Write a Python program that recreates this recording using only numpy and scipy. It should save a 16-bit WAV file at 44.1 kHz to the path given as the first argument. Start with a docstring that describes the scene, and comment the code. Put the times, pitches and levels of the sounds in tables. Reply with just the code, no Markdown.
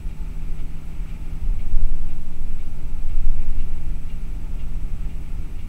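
"""Bus on a highway

A bus cruises on a highway, heard from the front seat. Low tones and filtered noise make the road's shaking,
rumble and roar, and bumps, two of them deep, make them swell. The diesel and a fan drone as sines.
Air rushing past the windscreen is shaped noise, and loose trim buzzes as noise through a resonance.
Close by, a small mechanism ticks faintly twice a second, and electronics whine as sines and hiss as noise."""
import sys
import numpy as np
from scipy.fft import rfft, irfft, next_fast_len
from scipy.io import wavfile
from scipy.ndimage import uniform_filter1d, map_coordinates

SR = 44100
rng = np.random.default_rng(int(sys.argv[2]) if len(sys.argv) > 2 else 0)


def persist_wave(psi):
    """Save psi, clipped to +-1, as 16-bit WAV."""
    counts = np.round(np.clip(psi, -1, 1) * 32767).astype(np.int16)
    wavfile.write(sys.argv[1], SR, np.atleast_2d(counts).T)


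N = 250488

# Bumps in the road. Each row: peak time in seconds, level in dB of the heave that bounces the axles,
# level in dB of the jolt that shakes the cabin.
ROAD_BUMPS = [(.52, -21, -43.5), (1.47, -22, -31.5), (1.77, -7, -40), (2.46, -14, -54), (2.85, -23.5, -38),
              (3.06, -15, -39.5), (3.25, -8, -39), (3.52, -16, -36.5), (4.62, -20, -39.5), (4.92, -24, -46),
              (5.36, -31, -38.5)]
# Coarseness of the asphalt. Each row: time in seconds, dB added to the steady boom and rumble.
ASPHALT_COARSENESS = [(0, .4), (2.4, -1), (3.8, 1.5), (5.68, 1.3)]
# Low resonances of the body and cabin. Each row: centre in Hz, width in Hz, relative level in dB.
CABIN_RESONANCES = [(20.23, 3.5, 2.5), (33.48, 3.1, -0.5), (49, 7, -10.5)]
# Spectrum of the rumble through the floor. Each row: frequency in Hz, relative level in dB.
RUMBLE_SPECTRUM = [(38, -20), (48, 1.5), (59, -3), (68, 1), (82, 0), (95, -4.5), (112, -12.5), (140, -14.5),
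                   (190, -29)]
# Spectrum of the tyres' roar. Each row: frequency in Hz, relative level in dB.
TYRE_SPECTRUM = [(100, -19), (140, -0.5), (190, 1), (245, 0.5), (272, -4), (295, -3), (330, -11),
                 (370, -10.5), (440, -15.5), (600, -14.5), (740, -17.5), (880, -14), (1030, -22),
                 (1600, -29.5)]
# The diesel's firing rate. Each row: time in seconds, rate in Hz.
FIRING_RATE = [(0, 86.9), (2.2, 86.59), (4, 86.72), (5, 86.87)]
# Tones of the engine drone. Each row: multiple of the firing rate, middle level in dB, size of its waver in dB.
ENGINE_ORDERS = [(1, -53, 3.5), (3.5, -59.5, 2), (4.5, -60, 1), (8, -77, 6.5), (9, -71, 1),
                 (10, -73.5, 5.5)]
# Course of the fan's hum. Each row: time in seconds, level in dB before the fan's overall 1 dB cut.
FAN_LEVEL = [(0, -43), (1.3, -43), (3, -47.5), (3.7, -42.8), (5.68, -43)]
# Air rushing past the windscreen. 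Each row: time in seconds, middle level in dB.
AIR_LEVEL = [(0, -57), (1.4, -56.5), (2.6, -58.5), (4.2, -56.5), (4.8, -58), (5.68, -57)]
# Spectrum of the rushing air. Each row: frequency in Hz, relative level in dB.
WIND_SPECTRUM = [(700, -37), (1050, -7.5), (1200, 0), (1380, 0.5), (1550, -7), (1950, -3), (2350, 0.5),
                 (2680, -1), (2800, -3), (3000, -8), (4000, -19), (6000, -29)]
# Brief buzzes of loose trim. Each row: time of the strongest moment in seconds, level in dB.
TRIM_RATTLES = [(1.15, -60), (2.51, -60.5), (3.41, -57), (5.25, -59)]
# The trim's resonance. Each row: centre in Hz, width in Hz, relative level in dB.
TRIM_RESONANCE = [(2400, 330, 0)]
# Broad resonances of the ticking part. Each row: centre in Hz, width in Hz, relative level in dB.
TICK_RESONANCES = [(2296, 166, 1.5), (2830, 330, -2), (3480, 1350, -7)]
# How strongly the ticking part rings. Each row: time in seconds, level in dB before its rise and decay.
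TICK_RING_LEVEL = [(0, -64), (2.9, -67), (3.65, -54), (5.68, -60.5)]
# Electronic whine. Each row: pitch in Hz, level in dB before flutter and an overall 0.3 dB cut,
# depth of the flutter from 0 to 1.
WHINE_TONES = [(5900, -78, .3), (7867, -72, .6), (9834, -90, .3), (11801, -88, .3), (13767, -89, .3),
               (15734, -89, .3)]
# Spectrum of the electronic hiss. Each row: frequency in Hz, relative level in dB.
HISS_SPECTRUM = [(1000, -1), (3500, 1.5), (5000, -0.5), (7000, -1.5), (8800, -1.5), (9800, -1.5),
                 (11500, -4), (15700, -4.5)]

# Speeds in dB per second: a bump builds as the wheels roll onto it, then each part dies away
BUMP_RISE = 69
AXLE_DECAY, FLEX_DECAY, BOOM_DECAY, RUMBLE_DECAY = 18.5, 62, 43, 31
# Steady levels between bumps, in dB; the coarseness is added to boom and rumble
STEADY_SHUDDER_DB, STEADY_BOOM_DB, STEADY_RUMBLE_DB, STEADY_ROAR_DB = -31, -29.5, -39.5, -47
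FLEX_SHARE_DB = -6.5  # the body's flexing against the heave
BOOM_SHARE_DB, ROAR_SHARE_DB = 10.5, -17.5  # boom and extra tyre roar against the jolt
FAN_HZ = 158.1
RATTLE_S = 0.036  # seconds from a rattle's peak until it falls to about a third
FIRST_TICK_S, TICK_PERIOD_S = 0.09, 0.5  # the ticks keep exact time
TICK_DB, TOCK_DB = -57, 1.8  # scrape level; extra scrape on every second tick
RING_HZ = 2789
FLUTTER_HZ = 14.985
TOP_HZ = 15760  # nothing is kept from here up


def amp(db):
    """Turn decibels into gain."""
    return 10 ** (np.asarray(db) / 20)


def unit(x):
    """Scale x to an average strength (rms) of 1."""
    return x / np.sqrt(np.mean(x ** 2) + 1e-20)


def curves(rows):
    """Draw straight lines between table rows: one curve for each column after the time."""
    seconds, *columns = np.transpose(rows)
    t = np.arange(N) / SR
    return [np.interp(t, seconds, column) for column in columns]


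def wobble(rate):
    """Make a smooth random curve with the given number of random points a second."""
    points = rng.standard_normal(int(N * rate / SR) + 4)
    return map_coordinates(points, [np.arange(N) * rate / SR])


def filtered(x, response):
    """Multiply the spectrum of x by a response that depends on frequency."""
    size = next_fast_len(N + SR // 2)  # spare room for ringing
    hz = np.fft.rfftfreq(size, 1 / SR)
    return irfft(rfft(x, size) * response(hz), size)[:N]


def lowpass(x, edge_hz, order):
    """Weaken what lies above the edge; a higher order cuts more steeply."""
    return filtered(x, lambda hz: 1 / (1 + (hz / edge_hz) ** order))


def noise(spectrum):
    """Shape noise of rms 1 by a spectrum that falls away beyond its ends."""
    f, db = np.transpose(spectrum)
    f = np.r_[f[0] / 2, f, f[-1] * 2]
    db = np.r_[-120, db, -120]

    def response(hz):
        return amp(np.interp(np.log(hz + 1), np.log(f), db))

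    return unit(filtered(rng.standard_normal(N), response))


def resonate(x, modes):
    """Pass x through side-by-side resonances that favour sound near their centres."""
    def response(f):
        total = 0
        for k, (centre, width, db) in enumerate(modes):
            peak = 1j * f * width / (centre * centre - f * f + 1j * f * width)
            total = total + (-1) ** k * amp(db) * peak  # neighbours have opposite signs
        return total

    return filtered(x, response)


def steadied(x, seconds):
    """Even out x to about rms 1 over every stretch of the given length."""
    power = np.abs(uniform_filter1d(x ** 2, int(seconds * SR)))
    return x / np.sqrt(power + 1e-9)


def tone(hz):
    """Make a sine of rms 1 that follows a pitch curve from a random starting point."""
    turns = np.cumsum(hz) / SR + rng.random()
    return np.sqrt(2) * np.sin(2 * np.pi * turns)


def swells(times, levels_db, decay_db_per_s, steady_db):
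    """Gain of a part shaken by the road: each bump builds and dies away over the steady shaking."""
    age = np.arange(N) / SR - times[:, None]
    db = levels_db[:, None] + np.minimum(BUMP_RISE * age, -decay_db_per_s * age)
    return np.sqrt(amp(steady_db) ** 2 + np.sum(amp(db) ** 2, axis=0))


def road(axle_hz=11.3, flex_hz=20.5, boom_edge_hz=64, throb_hz=34, throb_db=-36.5):
    """Axles bounce on their tyres, the body flexes, the cabin booms, and the tread rumbles and roars."""
    times, heave_db, jolt_db = np.transpose(ROAD_BUMPS)
    coarse_db, = curves(ASPHALT_COARSENESS)

    shudder_gain = swells(times, heave_db, AXLE_DECAY, STEADY_SHUDDER_DB)
    shudder = shudder_gain * tone(axle_hz * (1 + 0.0296 * wobble(5.6)))

    # A heave bends the long body, which settles quickly and has no steady part
    flex_gain = swells(times, heave_db + FLEX_SHARE_DB, FLEX_DECAY, -np.inf)
    flex = flex_gain * tone(flex_hz * (1 + 0.039 * wobble(5.99)))

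    # The large panels only follow the slow part of the shaking
    shaking = lowpass(rng.standard_normal(N), boom_edge_hz, order=8)
    boom_gain = swells(times, jolt_db + BOOM_SHARE_DB, BOOM_DECAY, STEADY_BOOM_DB + coarse_db)
    boom = boom_gain * steadied(resonate(shaking, CABIN_RESONANCES), seconds=0.201)

    # The turning driveline keeps up a low throb
    throb_gain = amp(throb_db + 2 * wobble(3.77))
    throb = throb_gain * tone(throb_hz * (1 + 0.018 * wobble(5.06)))

    rumble_gain = swells(times, jolt_db, RUMBLE_DECAY, STEADY_RUMBLE_DB + coarse_db)
    rumble = rumble_gain * steadied(noise(RUMBLE_SPECTRUM), seconds=0.19)

    roar_gain = swells(times, jolt_db + ROAR_SHARE_DB, RUMBLE_DECAY, STEADY_ROAR_DB)
    roar = roar_gain * steadied(noise(TYRE_SPECTRUM), seconds=0.2)
    return shudder + flex + boom + throb + rumble + roar


def engine(jitter=0.0023):
    """The diesel's tones are multiples of one firing rate; each wavers in strength on its own."""
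    firing_hz, = curves(FIRING_RATE)
    firing_hz = firing_hz * (1 + jitter * wobble(8))
    drone = 0
    for order, db, waver_db in ENGINE_ORDERS:
        drone = drone + amp(db + waver_db * wobble(7)) * tone(order * firing_hz)
    return drone


def fan(waver_db=1.02):
    """Passing blades make one clean hum of fixed pitch whose level wavers."""
    db, = curves(FAN_LEVEL)
    return amp(db - 1.0 + waver_db * wobble(5.93)) * tone(np.full(N, FAN_HZ))


def wind(flutter_db=0.48, patchy_db=0.8, gust_db=0.24):
    """Air rushes round windscreen and door seals in two eddying streams, each fluttering on its own."""
    db, = curves(AIR_LEVEL)
    streams = unit(sum(amp(patchy_db * wobble(12)) * noise(WIND_SPECTRUM) for stream in range(2)))
    # Gusts and a quicker flutter move both streams together
    return amp(db + gust_db * wobble(6) + flutter_db * wobble(18)) * streams


def rattles(edge_hz=3500):
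    """A loose piece of trim, shaken at its resonance, swells into a faint buzz and settles."""
    t = np.arange(N) / SR
    shake = sum(amp(db) * np.exp(-((t - peak_s) / RATTLE_S) ** 2) for peak_s, db in TRIM_RATTLES)
    rubbing = lowpass(rng.standard_normal(N), edge_hz, order=4)
    return shake * unit(resonate(rubbing, TRIM_RESONANCE))


def ticks(burst_s=0.017, t60_s=0.18, edge_hz=4400, ring_rise_s=0.0046):
    """Each tick is a short, muffled scrape; a small part rings up under it and dies away."""
    t = np.arange(N) / SR
    ring_db, = curves(TICK_RING_LEVEL)
    beat, age = np.divmod(t - FIRST_TICK_S, TICK_PERIOD_S)  # tick number, seconds since that tick
    # Full strength during the burst, then a fall of 60 dB in t60_s
    stroke = amp(-60 * np.maximum(age - burst_s, 0) / t60_s)
    scrape = lowpass(rng.standard_normal(N), edge_hz, order=4)
    friction = unit(resonate(scrape, TICK_RESONANCES))
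    ring = (1 - np.exp(-age / ring_rise_s)) * tone(RING_HZ * (1 + 0.00524 * wobble(120)))
    friction_gain = amp(TICK_DB + TOCK_DB * (beat % 2))
    return stroke * (friction_gain * friction + amp(ring_db) * ring)


def electronics(hiss_db=-60.5):
    """Electronics give an even hiss and a thin whine of steady tones that flutter together."""
    t = np.arange(N) / SR
    flutter = np.cos(2 * np.pi * (FLUTTER_HZ * t - 1 / 3))
    whine = 0
    for hz, db, depth in WHINE_TONES:
        whine = whine + amp(db) * (1 + depth * flutter) * tone(np.full(N, hz))
    return amp(-0.3) * whine + amp(hiss_db) * noise(HISS_SPECTRUM)


def scene():
    """Add up everything at one listening point; road, engine and fan start and stop softly."""
    t = np.arange(N) / SR
    edge_s = np.minimum(t, t[-1] - t)  # seconds to the nearer end
    fade = np.sin(np.pi / 2 * np.minimum(edge_s / 0.003, 1)) ** 2
    low_sounds = road() + engine() + fan()
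    return (fade * low_sounds + wind() + rattles() + ticks() + electronics())[None]


def record(dry):
    """Keep only the sound below the upper band limit."""
    return filtered(dry[0], lambda hz: hz < TOP_HZ)[None]


dry = scene()
out = record(dry)
persist_wave(out)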